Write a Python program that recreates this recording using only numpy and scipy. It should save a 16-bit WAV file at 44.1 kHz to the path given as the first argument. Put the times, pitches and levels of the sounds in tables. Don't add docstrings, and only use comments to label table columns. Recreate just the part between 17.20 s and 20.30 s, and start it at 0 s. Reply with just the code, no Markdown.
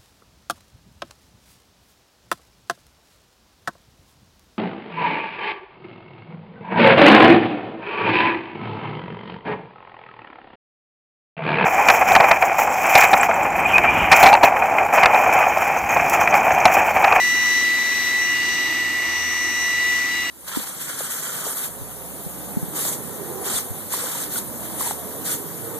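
import sys
import numpy as np
from scipy import signal
from scipy.fft import rfft, irfft
from scipy.io import wavfile
from scipy.ndimage import uniform_filter1d

SR = 44100
rng = np.random.default_rng(int(sys.argv[2]) if len(sys.argv) > 2 else 0)


def dump(signal):
    limited = np.clip(np.atleast_2d(signal).T, -1, 1)
    pcm = np.round(limited * 32767).astype(np.int16)
    wavfile.write(sys.argv[1], SR, pcm)


N = 136710
TIME_S = np.arange(N) / SR

# width in Hz, level offset in dB, opposed part relative to the common part in dB.
RINGS = [(98, -4, -17), (148, -3.5, -17), (148, -4.5, -20), (93, -2.5, -10), (6, -1.5, -2)]


def undb(db):
    return 10 ** (np.asarray(db) / 20)


def curve(table, col):
    rows = np.array(table, float)
    return np.interp(TIME_S, rows[:, 0], rows[:, col])


def walk(rate_per_s):
    hold = int(SR / rate_per_s)
    steps = np.repeat(rng.standard_normal(N // hold + 1), hold)
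    smooth = uniform_filter1d(uniform_filter1d(steps, hold), hold)
    return 1.02 * smooth[:N]


def unit(x):
    return x / np.sqrt(np.mean(x ** 2))


def drone():
    # time in seconds, frequency in Hz, rms level in dB.
    drone_rows = [(0.0, 77.7, -59), (0.47, 76.7, -56), (0.65, 70.3, -67), (0.78, 76, -59),
                  (1.26, 71.36, -61), (2.02, 80.7, -48.5), (2.57, 77.7, -57), (3.0, 83.5, -58),
                  (3.1, 89.6, -53)]
    phase = 2 * np.pi * np.cumsum(curve(drone_rows, 1)) / SR
    return np.sqrt(2) * undb(curve(drone_rows, 2)) * np.sin(phase)


def ring(table, width_hz, offset_db, side_db):
    lowpass = signal.butter(2, width_hz / 2, fs=SR, output="sos")
    slow = signal.sosfilt(lowpass, rng.standard_normal((2, 2, N)))
    phase = 2 * np.pi * np.cumsum(curve(table, 2)) / SR
    mid, side = (unit(v) for v in slow[0] * np.cos(phase) + slow[1] * np.sin(phase))
    side = undb(side_db) * side
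    return np.array([mid + side, mid - side]) * undb(curve(table, 1) + offset_db)


def hum():
    # time in seconds, level before offset in dB, centre in Hz.
    hum_rows = [(0, -57.5, 136), (1.0, -64, 136), (1.3, -54.5, 136), (1.7, -52.5, 136), (2.0, -64, 136),
                (2.8, -60, 136), (3.1, -65, 136)]
    return ring(hum_rows, *RINGS[4])


def rush():
    # frequency in Hz, common part in relative dB per Hz, opposed part in relative dB per Hz,
    # lean to the left from -1 to 1.
    air_rows = np.array([(45.0, -12.5, -34.1, 0.07), (60.3, -16, -33, -0.03), (87, -13.5, -19, 0.37),
                         (110.0, -15.5, -31, 0.1), (133, -11.5, -19.0, -0.01), (178, -19, -28.0, 0.28),
                         (244, -14, -27, 0.51), (305, -7, -19.5, 0.38), (415, -10, -21, 0.12),
                         (540, -14.5, -16, 0.032), (695, -11.0, -14, -0.36), (935, -7, -11.9, -0.17),
                         (1100.0, -7.5, -12, -0.02), (1310, -6.5, -12.9, 0.062), (1530, -13, -13, -0.22),
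                         (1770, -11, -13, -0.21), (2000.0, -2, -13, -0.11), (2220, -6, -25, 0.1),
                         (2420, -5, -16, 0.07), (2750, -6.5, -12, 0.26), (3060, -9.9, -15, 0.44),
                         (3370, -14, -13, 0.16), (3570, -7.5, -14, 0.01), (3820, -7.6, -12, 0.33),
                         (4030, -11.5, -13.5, 0.051), (4650, -10, -13.5, 0.28), (5040, -12.5, -14.0, 0.39),
                         (5400, -16, -19, 0.6), (5560.0, -13.5, -14, 0.69), (5970, -11, -12, 0.65),
                         (6200.0, -13.5, -15.5, 0.55), (6830, -13, -15, 0.58), (7400.0, -18, -16.1, 0.37),
                         (8100.0, -15.5, -14.8, 0.39), (8750, -19, -19, 0.4), (9820, -23.5, -19.8, -0.17),
                         (10130, -26, -21.6, -0.04), (10700, -69, -22.7, -0.01), (11060, -37, -21.3, 0.01),
                         (11260, -24.6, -18, 0.02), (11740, -18, -17.2, 0.01), (12400, -16.7, -19.5, 0.03),
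                         (12700.0, -17, -38, -0.0), (14100, -20, -50.0, -0.01),
                         (14500.0, -27, -42.9, -0.04), (15000.0, -32, -38, 0.02), (15500, -43.3, -32, 0.05)])
    # time in seconds, level before lift in dB.
    level_rows = [(0, -39), (.3, -38.5), (.8, -39.5), (1.2, -40), (1.8, -40), (2.0, -40), (2.5, -40.5),
                  (2.8, -40.3), (3.1, -40.5)]
    lift_db = 11
    drift_db, drift_per_s = 0.83, 2.13
    flicker_db, flicker_per_s = 1.3, 7.89

    hz = np.arange(N // 2 + 1) * SR / N + 1e-3
    log_hz, log_row_hz = np.log(hz), np.log(air_rows[:, 0])
    mid_db, side_db, lean = (np.interp(log_hz, log_row_hz, air_rows[:, k]) for k in (1, 2, 3))
    lean = np.clip(lean, -1, 1)
    low_cut = np.minimum(hz / air_rows[0, 0], 1) ** 5
    a, b = rfft(rng.standard_normal((2, N))) * low_cut
    mid = a * undb(mid_db)
    side = (lean * a + np.sqrt(1 - lean ** 2) * b) * undb(side_db)
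    ears = np.array([mid + side, mid - side])

    out = 0
    for octave in range(10):
        band = np.cos(np.pi / 2 * np.clip(np.log2(hz / 32) - octave, -1, 1)) ** 2
        sway_db = drift_db * walk(drift_per_s) + flicker_db * walk(flicker_per_s)
        out = out + irfft(ears * band, N) * undb(sway_db)
    return unit(out) * undb(curve(level_rows, 1) + lift_db)


def tube_resonances():
    # time in seconds, level before offset in dB, centre in Hz.
    boom_rows = [(0, -43, 303.5), (.15, -40, 305), (.45, -39, 304.5), (.9, -43.5, 305), (1.3, -38, 302.8),
                 (1.9, -41.5, 306), (2.2, -41.5, 307), (2.7, -44.5, 299.7), (2.87, -39.5, 290.6),
                 (3.1, -42, 299.5)]
    low_howl_rows = [(0, -36, 1720), (.6, -36, 1715), (1.2, -38.5, 1722), (1.45, -33, 1850),
                     (1.8, -32, 1852), (2.3, -35, 1833), (2.499, -36.5, 1809), (2.75, -37.5, 1768),
                     (3.1, -37, 1760)]
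    high_howl_rows = [(0, -38, 2060), (.45, -32, 2043), (.72, -32, 2041), (1.05, -33, 2045),
                      (1.25, -44, 2100), (1.45, -35.5, 2146), (2.1, -34, 2140), (2.4, -37.5, 2142),
                      (2.8, -37, 2090), (3.1, -32, 2090)]
    tables = [boom_rows, low_howl_rows, high_howl_rows]
    return sum(ring(table, *settings) for table, settings in zip(tables, RINGS[:3]))


def haze():
    # time in seconds, level before offset in dB, centre in Hz.
    haze_rows = [(0, -30, 1960), (.5, -36, 1958), (1.0, -32, 1964), (1.3, -32, 1962), (2.0, -39, 1954),
                 (2.6, -34, 1960), (3.1, -39, 1955)]
    return ring(haze_rows, *RINGS[3])


def tone(phase, db, pan_db, lead_rad):
    flutter_db, flutter_per_s, wobble_rad = 0.5, 30, .08
    right_gain = undb(-pan_db)
    ear_sum = np.maximum(abs(1 + right_gain * np.exp(1j * lead_rad)), .5)
    left = 2 * np.sqrt(2) * undb(db + flutter_db * walk(flutter_per_s)) / ear_sum
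    phase = phase + wobble_rad * walk(flutter_per_s) + 2 * np.pi * rng.random()
    return np.array([left * np.sin(phase + lead_rad), left * right_gain * np.sin(phase)])


def whine():
    blades, motor_order = 9, 13
    beside_third_db = -19.5
    # time in seconds, blade tone in Hz.
    blade_hz_rows = [(0.0, 1965), (3.04, 1962)]
    # time in seconds, level in dB, left minus right in dB.
    blade_1 = [(0.0, -18.5, 1), (0.05, -19, -1), (0.45, -18.5, 1.0), (0.8, -22.5, 2.0), (1.04, -20.5, 0.5),
               (1.46, -23.5, -2.0), (2.31, -24, -1), (2.52, -22, -1.5), (2.7, -20, 1), (2.93, -23.5, 1.0),
               (3.06, -26.5, -1.5), (3.1, -27, -2.0)]
    blade_2 = [(0.0, -36.5, 3), (0.29, -36, 4.0), (0.31, -34.5, 2.0), (1.01, -36, 3.0), (1.15, -43.5, -5),
               (1.33, -40.5, 14), (1.45, -36, 10), (1.51, -42, 17.5), (2.01, -49.5, 1.5),
               (2.41, -38.5, 4.5), (2.55, -38.5, 2), (2.63, -38, 4.5), (2.71, -43.5, 0.5), (2.78, -44, 12),
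               (2.83, -50, -4.0), (2.93, -36.5, 1.0), (3.01, -36, -2.0), (3.1, -45, -6)]
    blade_3 = [(0.0, -35, 14.5), (0.4, -32.5, 17.0), (0.53, -52, 0.0), (0.59, -40, 11), (0.86, -38, 8),
               (0.95, -45.5, 9.0), (1.03, -33, 14.5), (1.19, -45, 7.5), (1.33, -34, 28), (1.48, -39.5, 25),
               (1.73, -46, 15), (2.01, -34.5, 23), (2.36, -34.5, 22), (2.43, -32.5, 27), (2.68, -44.5, 4.5),
               (2.76, -38, 12.0), (2.87, -43, 10), (3.0, -50, 5), (3.06, -45, -5), (3.1, -52, -2.5)]
    blade_4 = [(0.0, -49, 7), (0.48, -53, 5.5), (0.62, -58, -2.0), (0.78, -46, 6.5), (0.91, -52, -2.0),
               (0.98, -50, 4.0), (1.61, -48, 9), (2.22, -50, -5), (2.86, -55, 5.5), (3.1, -45, 8.5)]
    motor = [(0.0, -36.5, 8.0), (0.19, -36.5, 23), (0.78, -48.5, 6), (0.88, -41, -3), (0.98, -54, 5.5),
             (1.02, -36.5, 11.0), (1.15, -32.5, 6.5), (1.37, -34, 5), (1.5, -35, -0.5), (2.04, -36, 3),
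             (2.09, -37, 0.0), (2.41, -35.5, -2.5), (2.64, -35, 5.0), (2.73, -35, 14), (2.87, -49, 16),
             (2.9, -38.5, 8), (2.98, -33, 7), (3.1, -32.5, 4.0)]
    shaft = [(0.0, -55, 0.0), (0.02, -50, -0.5), (0.96, -50.5, -0.5), (0.99, -65, -2.5), (1.19, -51, -0.5),
             (1.4, -53, 0.5), (2.51, -54.5, -2), (3.1, -52, 1)]
    # time in seconds, phase lead of the left ear in rad.
    blade_1_lead = [(0, -0.36), (.9, -0.35), (1.3, -0.53), (1.5, -0.12), (2.7, -0.3), (3.1, -0.27)]
    leads_rad = [-.5, 2.6, -1.5, .3, 0]
    faint_orders = [5, 10, 12, 22, 39, 44, 45, 54, 61]
    # level in dB, left minus right in dB, left lead in rad.
    faint_rows = [(-57, -2, -.2), (-48, .3, -.05), (-53, .5, .1), (-59, 2, .5), (-58, 4, -2.2),
                  (-68, .1, 2.0), (-61, .1, 2.0), (-59, .1, 1.5), (-57, 0, 0)]

    turn = 2 * np.pi * np.cumsum(curve(blade_hz_rows, 1)) / blades / SR
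    out = tone(blades * turn, curve(blade_1, 1), curve(blade_1, 2), curve(blade_1_lead, 1))
    orders = [2 * blades, 3 * blades, 4 * blades, motor_order, 1]
    tables = [blade_2, blade_3, blade_4, motor, shaft]
    for order, table, lead_rad in zip(orders, tables, leads_rad):
        out = out + tone(order * turn, curve(table, 1), curve(table, 2), lead_rad)
    beside_db = curve(blade_3, 1) + beside_third_db
    out = out + tone(2 * motor_order * turn, beside_db, curve(blade_3, 2), leads_rad[1])
    for order, (db, pan_db, lead_rad) in zip(faint_orders, faint_rows):
        out = out + tone(order * turn, db, pan_db, lead_rad)
    return out


def scene():
    blower = rush() + tube_resonances() + haze() + whine()
    return drone() + hum() + blower


def record(dry):
    top_hz, ripple_db, stop_db = 15600, .2, 80
    return signal.sosfilt(signal.ellip(10, ripple_db, stop_db, top_hz, fs=SR, output="sos"), dry)


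dry = scene()
out = record(dry)
dump(out)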